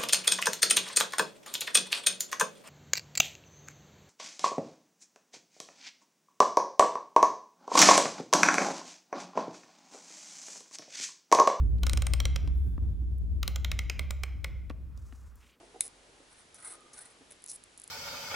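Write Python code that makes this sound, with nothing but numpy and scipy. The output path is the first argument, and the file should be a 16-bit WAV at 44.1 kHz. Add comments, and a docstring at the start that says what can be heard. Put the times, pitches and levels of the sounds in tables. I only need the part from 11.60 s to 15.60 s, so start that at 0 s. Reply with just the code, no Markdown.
"""A clockwork box is wound by hand on a stone counter: two twists of the key, each a run of pawl
clicks that slows as the wrist runs out. Every click knocks the case and leaves the steel works and
the room ringing. The box drones while the key turns, and fingers bump and rub it. Underneath, with
a faint hiss, a low hum wavers over a rumble; hum and rumble die away at the end."""
import sys
import numpy as np
from scipy import signal
from scipy.fft import rfft, irfft, next_fast_len
from scipy.io import wavfile
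from scipy.ndimage import uniform_filter1d, map_coordinates

SR = 44100
rng = np.random.default_rng(int(sys.argv[2]) if len(sys.argv) > 2 else 0)


def transcribe(signal):
    """Save signal, clipped to [-1, 1], as a 16-bit WAV file at the path in sys.argv[1]."""
    frames = np.atleast_2d(signal).T
    limited = np.clip(frames, -1, 1)
    pcm = np.round(limited * 32767).astype(np.int16)
    wavfile.write(sys.argv[1], SR, pcm)


N = 176400
TIME = np.arange(N) / SR
FREQS = np.fft.rfftfreq(4096, 1 / SR)
SLIP_S, RATTLE_S, CLICK_S = 0.00061, 0.00072, .01  # pawl slip, pawl rattle, nominal click length

# Pawl clicks: (time [s], favoured pitch [Hz], relative bite level [dB], then against the bite:
# case knock [dB], clack [dB], snap [dB], ping [dB], fizz [dB])
CLICKS = [(0.232, 4010, -39, -3.5, -8, -6.5, -14.5, -10), (0.266, 3800, -41.5, 0, -2.5, 2.5, -2, -7),
          (0.2948, 4100, -38.5, -8, -3.5, -4, -5, -13), (0.332, 8900, -41, -6, -4, 0, 1.5, -10),
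          (0.3726, 8840, -43.5, -1.5, -1, 4, 0, -7), (0.4198, 7100, -43, -1.5, -3, -3, -0.5, -7.5),
          (0.4667, 8980, -43, -2, 1.5, 0.5, 4, -8), (0.535, 5230, -37, -8, -3, -0.5, 0, -9),
          (0.601, 5700, -35.5, -8, -6, -4.5, -12, -13), (0.653, 5800, -34.5, -9, -4.5, -3.5, -8.5, -16),
          (0.7592, 5620, -40.5, -3, -2.5, 0, -9.5, -12.5), (1.829, 1240, -38, -4, -5, -5, -13.5, -8),
          (1.877, 4060, -36, -9, -8, -4.5, -12.5, -5.5), (1.9584, 7400, -42.5, -5, -5, 0.5, -19, -7),
          (2.0456, 3720, -36, -10.5, -4.5, -7.5, -25, -12), (2.115, 3750, -38.5, -7, 1, -3.5, -12, -11),
          (2.1895, 2240, -39.5, -7.5, 4.5, -1, -8.5, -10.5), (2.297, 2550, -41.5, -4, 7.5, 3.5, -9.5, -9),
          (2.3925, 2130, -41, -3, 5, -7, -7.5, -8.5), (2.5062, 7240, -45, -0.5, 1, 1, -2.5, -5),
          (2.634, 2250, -43.5, -0.5, 4.5, -1, -6, -8), (2.8433, 2030, -43, -0.5, 6, -2, -7.5, -8.5)]
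# Crossovers between a click's knock, clack, bite, snap, ping and fizz: (frequency [Hz])
CROSSOVERS_HZ = [1850, 2600, 4820, 7720, 9850]


def amp(db):
    """Decibels to gain."""
    return 10 ** (np.asarray(db) / 20)


def unit(x):
    """Scale to rms 1."""
    return x / np.sqrt(np.mean(x ** 2) + 1e-20)


def along(points, hz):
    """Read a (frequency [Hz], value) curve on a log frequency axis."""
    freqs, values = np.transpose(points)
    return np.interp(np.log(hz + 1), np.log(freqs + 1), values)


def wobble(rate):
    """A smooth random curve with `rate` knots a second."""
    return map_coordinates(rng.standard_normal(int(N * rate / SR) + 4), [TIME * rate])


def swell(start, length):
    """A rounded fade in and out."""
    return np.sqrt(np.abs(np.sin(np.pi * np.clip((TIME - start) / length, 0, 1))))


def filtered(x, response):
    """EQ x with a gain given as a function of frequency."""
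    size = next_fast_len(N + SR // 2)
    return irfft(rfft(x, size) * response(np.fft.rfftfreq(size, 1 / SR)), size)[..., :N]


def noise(spectrum):
    """Coloured noise of rms 1."""
    return unit(filtered(rng.standard_normal(N), lambda hz: amp(along(spectrum, hz))))


def resonances(modes, f):
    """Response of (centre [Hz], width [Hz], level [dB]) resonators in alternating polarity."""
    return sum((-1) ** k * amp(db) * 1j * f * width / (hz * hz - f * f + 1j * f * width)
               for k, (hz, width, db) in enumerate(modes))


def contact(t60, hold=0):
    """Spectrum of a brief rough contact: a noise burst with attack, hold and decay."""
    t = np.arange(2 * len(FREQS) - 2) / SR - CLICK_S
    envelope = np.clip(t / SLIP_S, 0, 1) * amp(-60 * np.maximum(t - SLIP_S - hold, 0) / t60)
    return rfft(envelope * rng.standard_normal(len(t)))


def place(track, start, spectrum, db):
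    """Mix in a hit with the energy of a sound lasting CLICK_S at level db."""
    hit = irfft(spectrum)
    hit = hit * amp(db) * np.sqrt(CLICK_S * SR / np.sum(hit ** 2))
    part = track[max(round((start - CLICK_S) * SR), 0):][:len(hit)]
    part += hit[:len(part)]


def hum(hz=62.3, waver_rate=14, steady=0.8, dip=0.53):
    """A low tone of nearly even strength that wavers in pitch and now and then dips out."""
    drift = steady + wobble(waver_rate) + 1j * wobble(waver_rate)
    waver = drift / np.hypot(np.abs(drift), dip)
    return unit((waver * np.exp(2j * np.pi * hz * TIME)).real)


def rumble(swing_db=2.5):
    """Deep noise with a fluttering level."""
    # Rumble EQ: (frequency [Hz], level [dB])
    colour = [(15, -36), (30, -2), (45, 5.5), (62, 1.5), (85, 4), (110, -5.5), (155, -12.5), (177, -8.5),
              (215, -17.5), (300, -20.5), (500, -35.5), (1000, -48), (5000, -66)]
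    return unit(noise(colour) * amp(swing_db * wobble(25.22)))


def low_end(rumble_db=-6.5):
    """The stereo bed: hum and rumble ride one fader, with the key's drone on top."""
    # Fader for hum and rumble: (time [s], level [dB])
    fade = [(0, -23.5), (.35, -27.5), (.55, -27.5), (1.0, -27.5), (1.45, -31.5), (1.9, -30.5), (2.3, -34.5),
            (2.8, -37), (3.2, -40), (3.55, -46.5), (3.75, -50.5), (3.88, -66.5), (4, -87.5)]
    # Stereo image of the rumble: (frequency [Hz], left-right likeness [0-1])
    likeness = [(60, 0.41), (130, 0.31), (250, 0.82), (1000, 0.86)]
    level = amp(np.interp(TIME, *np.transpose(fade)))
    centre = rumble()
    spread = filtered(rumble(), lambda hz: np.tan(np.arccos(np.clip(along(likeness, hz), 0, 1)) / 2))
    side = level * (amp(rumble_db) * spread + amp(-9) * hum())
    mid = key_drone() + level * (amp(rumble_db) * centre + amp(-1) * hum())
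    return np.array([mid + side, mid - side]) * amp([[-.5], [.5]])  # leans slightly right


def hiss():
    """A faint, steady noise floor."""
    # Hiss EQ: (frequency [Hz], level [dB])
    colour = [(60, 2), (250, 15), (600, 8), (1200, -14), (2500, -4.5), (6000, -9), (12000, -11),
              (15500, -12), (16500, -4)]
    return amp(-70.5) * noise(colour)


def bumps():
    """Fingers and key bump the box: each a dull thud and a small tick."""
    # Bumps: (time [s], thud level [dB], tick level [dB], tick pitch [Hz])
    hits = [(0.184, -73, -67.5, 3300), (0.875, -47.5, -54.5, 3460), (1.178, -42, -55.5, 790),
            (1.582, -63.5, -67.5, 12000), (3.0972, -55.5, -54, 2630), (3.1003, -39, -51.5, 1800),
            (3.109, -51, -57.5, 2150), (3.375, -59, -63, 5600), (3.524, -53.5, -59.5, 1520),
            (3.756, -70, -66, 11500)]
    # Body resonances of the box: (centre [Hz], width [Hz], level [dB])
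    body = [(180, 102, -3.5), (256, 89, 0), (557, 340, -16.5), (1140, 210, -16)]
    out = np.zeros(N)
    dull_body = resonances(body, FREQS) / (1 + 1j * FREQS / 1500)
    for start, thud_db, tick_db, hz in hits:
        place(out, start, contact(t60=.022) * dull_body, thud_db)
        place(out, start, contact(t60=.018) * resonances([(hz, hz, 0)], FREQS) ** 2, tick_db)
    return out


def room(send, wet_db=-13.5):
    """The room rings on, longest in the mids; each short stretch of sound gets a fresh noise tail."""
    # Reverb decay: (frequency [Hz], t60 [s])
    decay = [(200, 0.19), (1200, 0.76), (3000, 0.65), (6000, 0.58), (9000, 0.18), (15000, 0.35)]
    # Reverb EQ: (frequency [Hz], level [dB])
    colour = [(200, -5.5), (600, 8), (1200, -0.5), (1750, 0.5), (2200, -3), (2800, 0.5), (3300, -3),
              (4300, -7), (6000, -6), (9000, -3), (15000, -3)]
    out = np.zeros(N + 2 * SR)
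    for stretch in np.array_split(np.arange(N), 40):
        hz, t, grains = signal.stft(rng.standard_normal(SR), SR, nperseg=256)
        tail_db = along(colour, hz)[:, None] - 60 * t / along(decay, hz)[:, None]
        tail = signal.istft(grains * amp(tail_db), SR)[1]
        wet = signal.fftconvolve(send[stretch], tail / np.linalg.norm(tail))
        out[stretch[0]:][:len(wet)] += wet
    return amp(wet_db) * out[:N]


def band_levels(click):
    """Levels of one click in dB, lowest band to highest."""
    _, _, bite_db, knock, clack, snap, ping, fizz = click
    return bite_db + np.array([knock, clack, 0, snap, ping, fizz])


def accent(click, hz, width_hz=210, boost_db=9.5):
    """A bell boost at the pitch this tooth favours."""
    return 1 + (amp(boost_db) - 1) * resonances([(click[1], width_hz, 0)], hz)


def evened(spectrum):
    """A hard contact excites all pitches more evenly than noise does: flatten it halfway."""
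    power = np.abs(uniform_filter1d(np.abs(spectrum) ** 2, size=30))
    return spectrum / (power + 1e-12) ** .25


def ratchet(low_cut_hz=255, detune=.012, crack_db=-30.5, trim_db=0.5):
    """The pawl slips off each tooth, rattles and settles, ringing its frame."""
    # Resonances of the pawl and its frame: (centre [Hz], width [Hz], level [dB])
    pawl_modes = [(505, 180, 1), (1188, 210, 1), (1446, 290, -1), (2145, 240, -2), (2730, 860, -4.5),
                  (3184, 263, 5), (3940, 275, 2.5), (5090, 336, 0), (5760, 410, -4.5), (6760, 500, -5.5),
                  (7350, 300, -6.5), (8540, 380, -5), (9670, 1100, -16), (12140, 380, -14.5),
                  (14130, 1400, -19), (15300, 690, -15)]
    # Rattle decay per band, lowest to highest: (t60 [s])
    decays = [0.025, 0.014, 0.0096, 0.01, 0.008, 0.009]
    out = np.zeros(N)
    low_cut = (1j * FREQS / (low_cut_hz + 1j * FREQS)) ** 2
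    lowpasses = [1 / (1 + (FREQS / hz) ** 20) for hz in CROSSOVERS_HZ]
    bands = np.diff(lowpasses, axis=0, prepend=0, append=1)
    for click in CLICKS:
        ring = resonances(pawl_modes, FREQS * (1 + detune * rng.standard_normal()))
        frame = low_cut * (ring + amp(crack_db)) * accent(click, FREQS)
        for band, db, t60 in zip(bands, band_levels(click), decays):
            rattle = evened(contact(t60, hold=RATTLE_S))
            place(out, click[0], frame * band * rattle, trim_db + db)
    return out


def steel_works():
    """Every click sets steel parts ringing, harder when it is loud and strong at their pitch."""
    # Ringing steel parts: (pitch [Hz], level against the click [dB], t60 [s])
    modes = [(2067, -26, .6), (2105, -23.5, .75), (2221, -23.5, .8), (2347, -26, .8), (4255, -21, .18),
             (7310, -27, .2), (8958, -33, .25), (834, -46, 3.5), (1567, -40, 3.5), (2471, -42.5, 3.2),
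             (3510, -45, 2.8)]
    out, t = np.zeros(N), np.arange(2 * SR) / SR
    attack = 1 - np.exp(-t / RATTLE_S)
    for hz, mode_db, t60 in modes:
        ring = attack * amp(mode_db - 60 * t / t60) * np.exp(2j * np.pi * hz * t)
        band = np.searchsorted(CROSSOVERS_HZ, hz)
        for click, phase in zip(CLICKS, rng.random(len(CLICKS))):
            start, _, bite_db = click[:3]
            strength = amp((band_levels(click)[band] + bite_db) / 2) * np.sqrt(np.abs(accent(click, hz)))
            part = out[round(start * SR):][:len(t)]
            part += strength * (ring[:len(part)] * np.exp(2j * np.pi * phase)).real
    return out


def key_drone(hz=133, waver_hz=1.47):
    """The box drones while the key is turning."""
    # Drone swells, one per twist: (start [s], length [s], level [dB])
    twists = [(0.362, .6, -44.5), (1.997, 0.93, -56)]
    pitch = hz + waver_hz * wobble(10.22)
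    tone = unit(np.sin(2 * np.pi * np.cumsum(pitch) / SR))
    return tone * sum(amp(db) * swell(start, length) for start, length, db in twists)


def rubs(relative_width=.85):
    """Skin slides over the box with an uneven whisper."""
    # Finger slides: (start [s], length [s], level [dB], centre [Hz])
    slides = [(.92, 0.24, -73.5, 11400), (3.143, 0.88, -71, 1146), (3.355, 0.38, -72, 6470),
              (3.742, 0.18, -71, 6800), (3.79, 0.18, -67.5, 2520)]
    out = np.zeros(N)
    for start, length, db, hz in slides:
        band = [(hz, relative_width * hz, 0)]
        friction = filtered(rng.standard_normal(N), lambda f: resonances(band, f) ** 2)
        grain = amp(1.9 * wobble(90))
        out += amp(db) * swell(start, length) * unit(friction * grain)
    return out


def scene():
    """The box sits close up in the centre, over the low bed; clicks and bumps feed the room."""
    clicks, handling = ratchet(), bumps()
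    box = clicks + steel_works() + handling + rubs()
    return box + room(clicks + amp(-6) * handling) + hiss() + low_end()


def record(dry):
    """A steep low-pass takes off the very top."""
    cutoff_hz = 16150
    return filtered(dry, lambda hz: 1 / (1 + (hz / cutoff_hz) ** 120))


dry = scene()
out = record(dry)
transcribe(out)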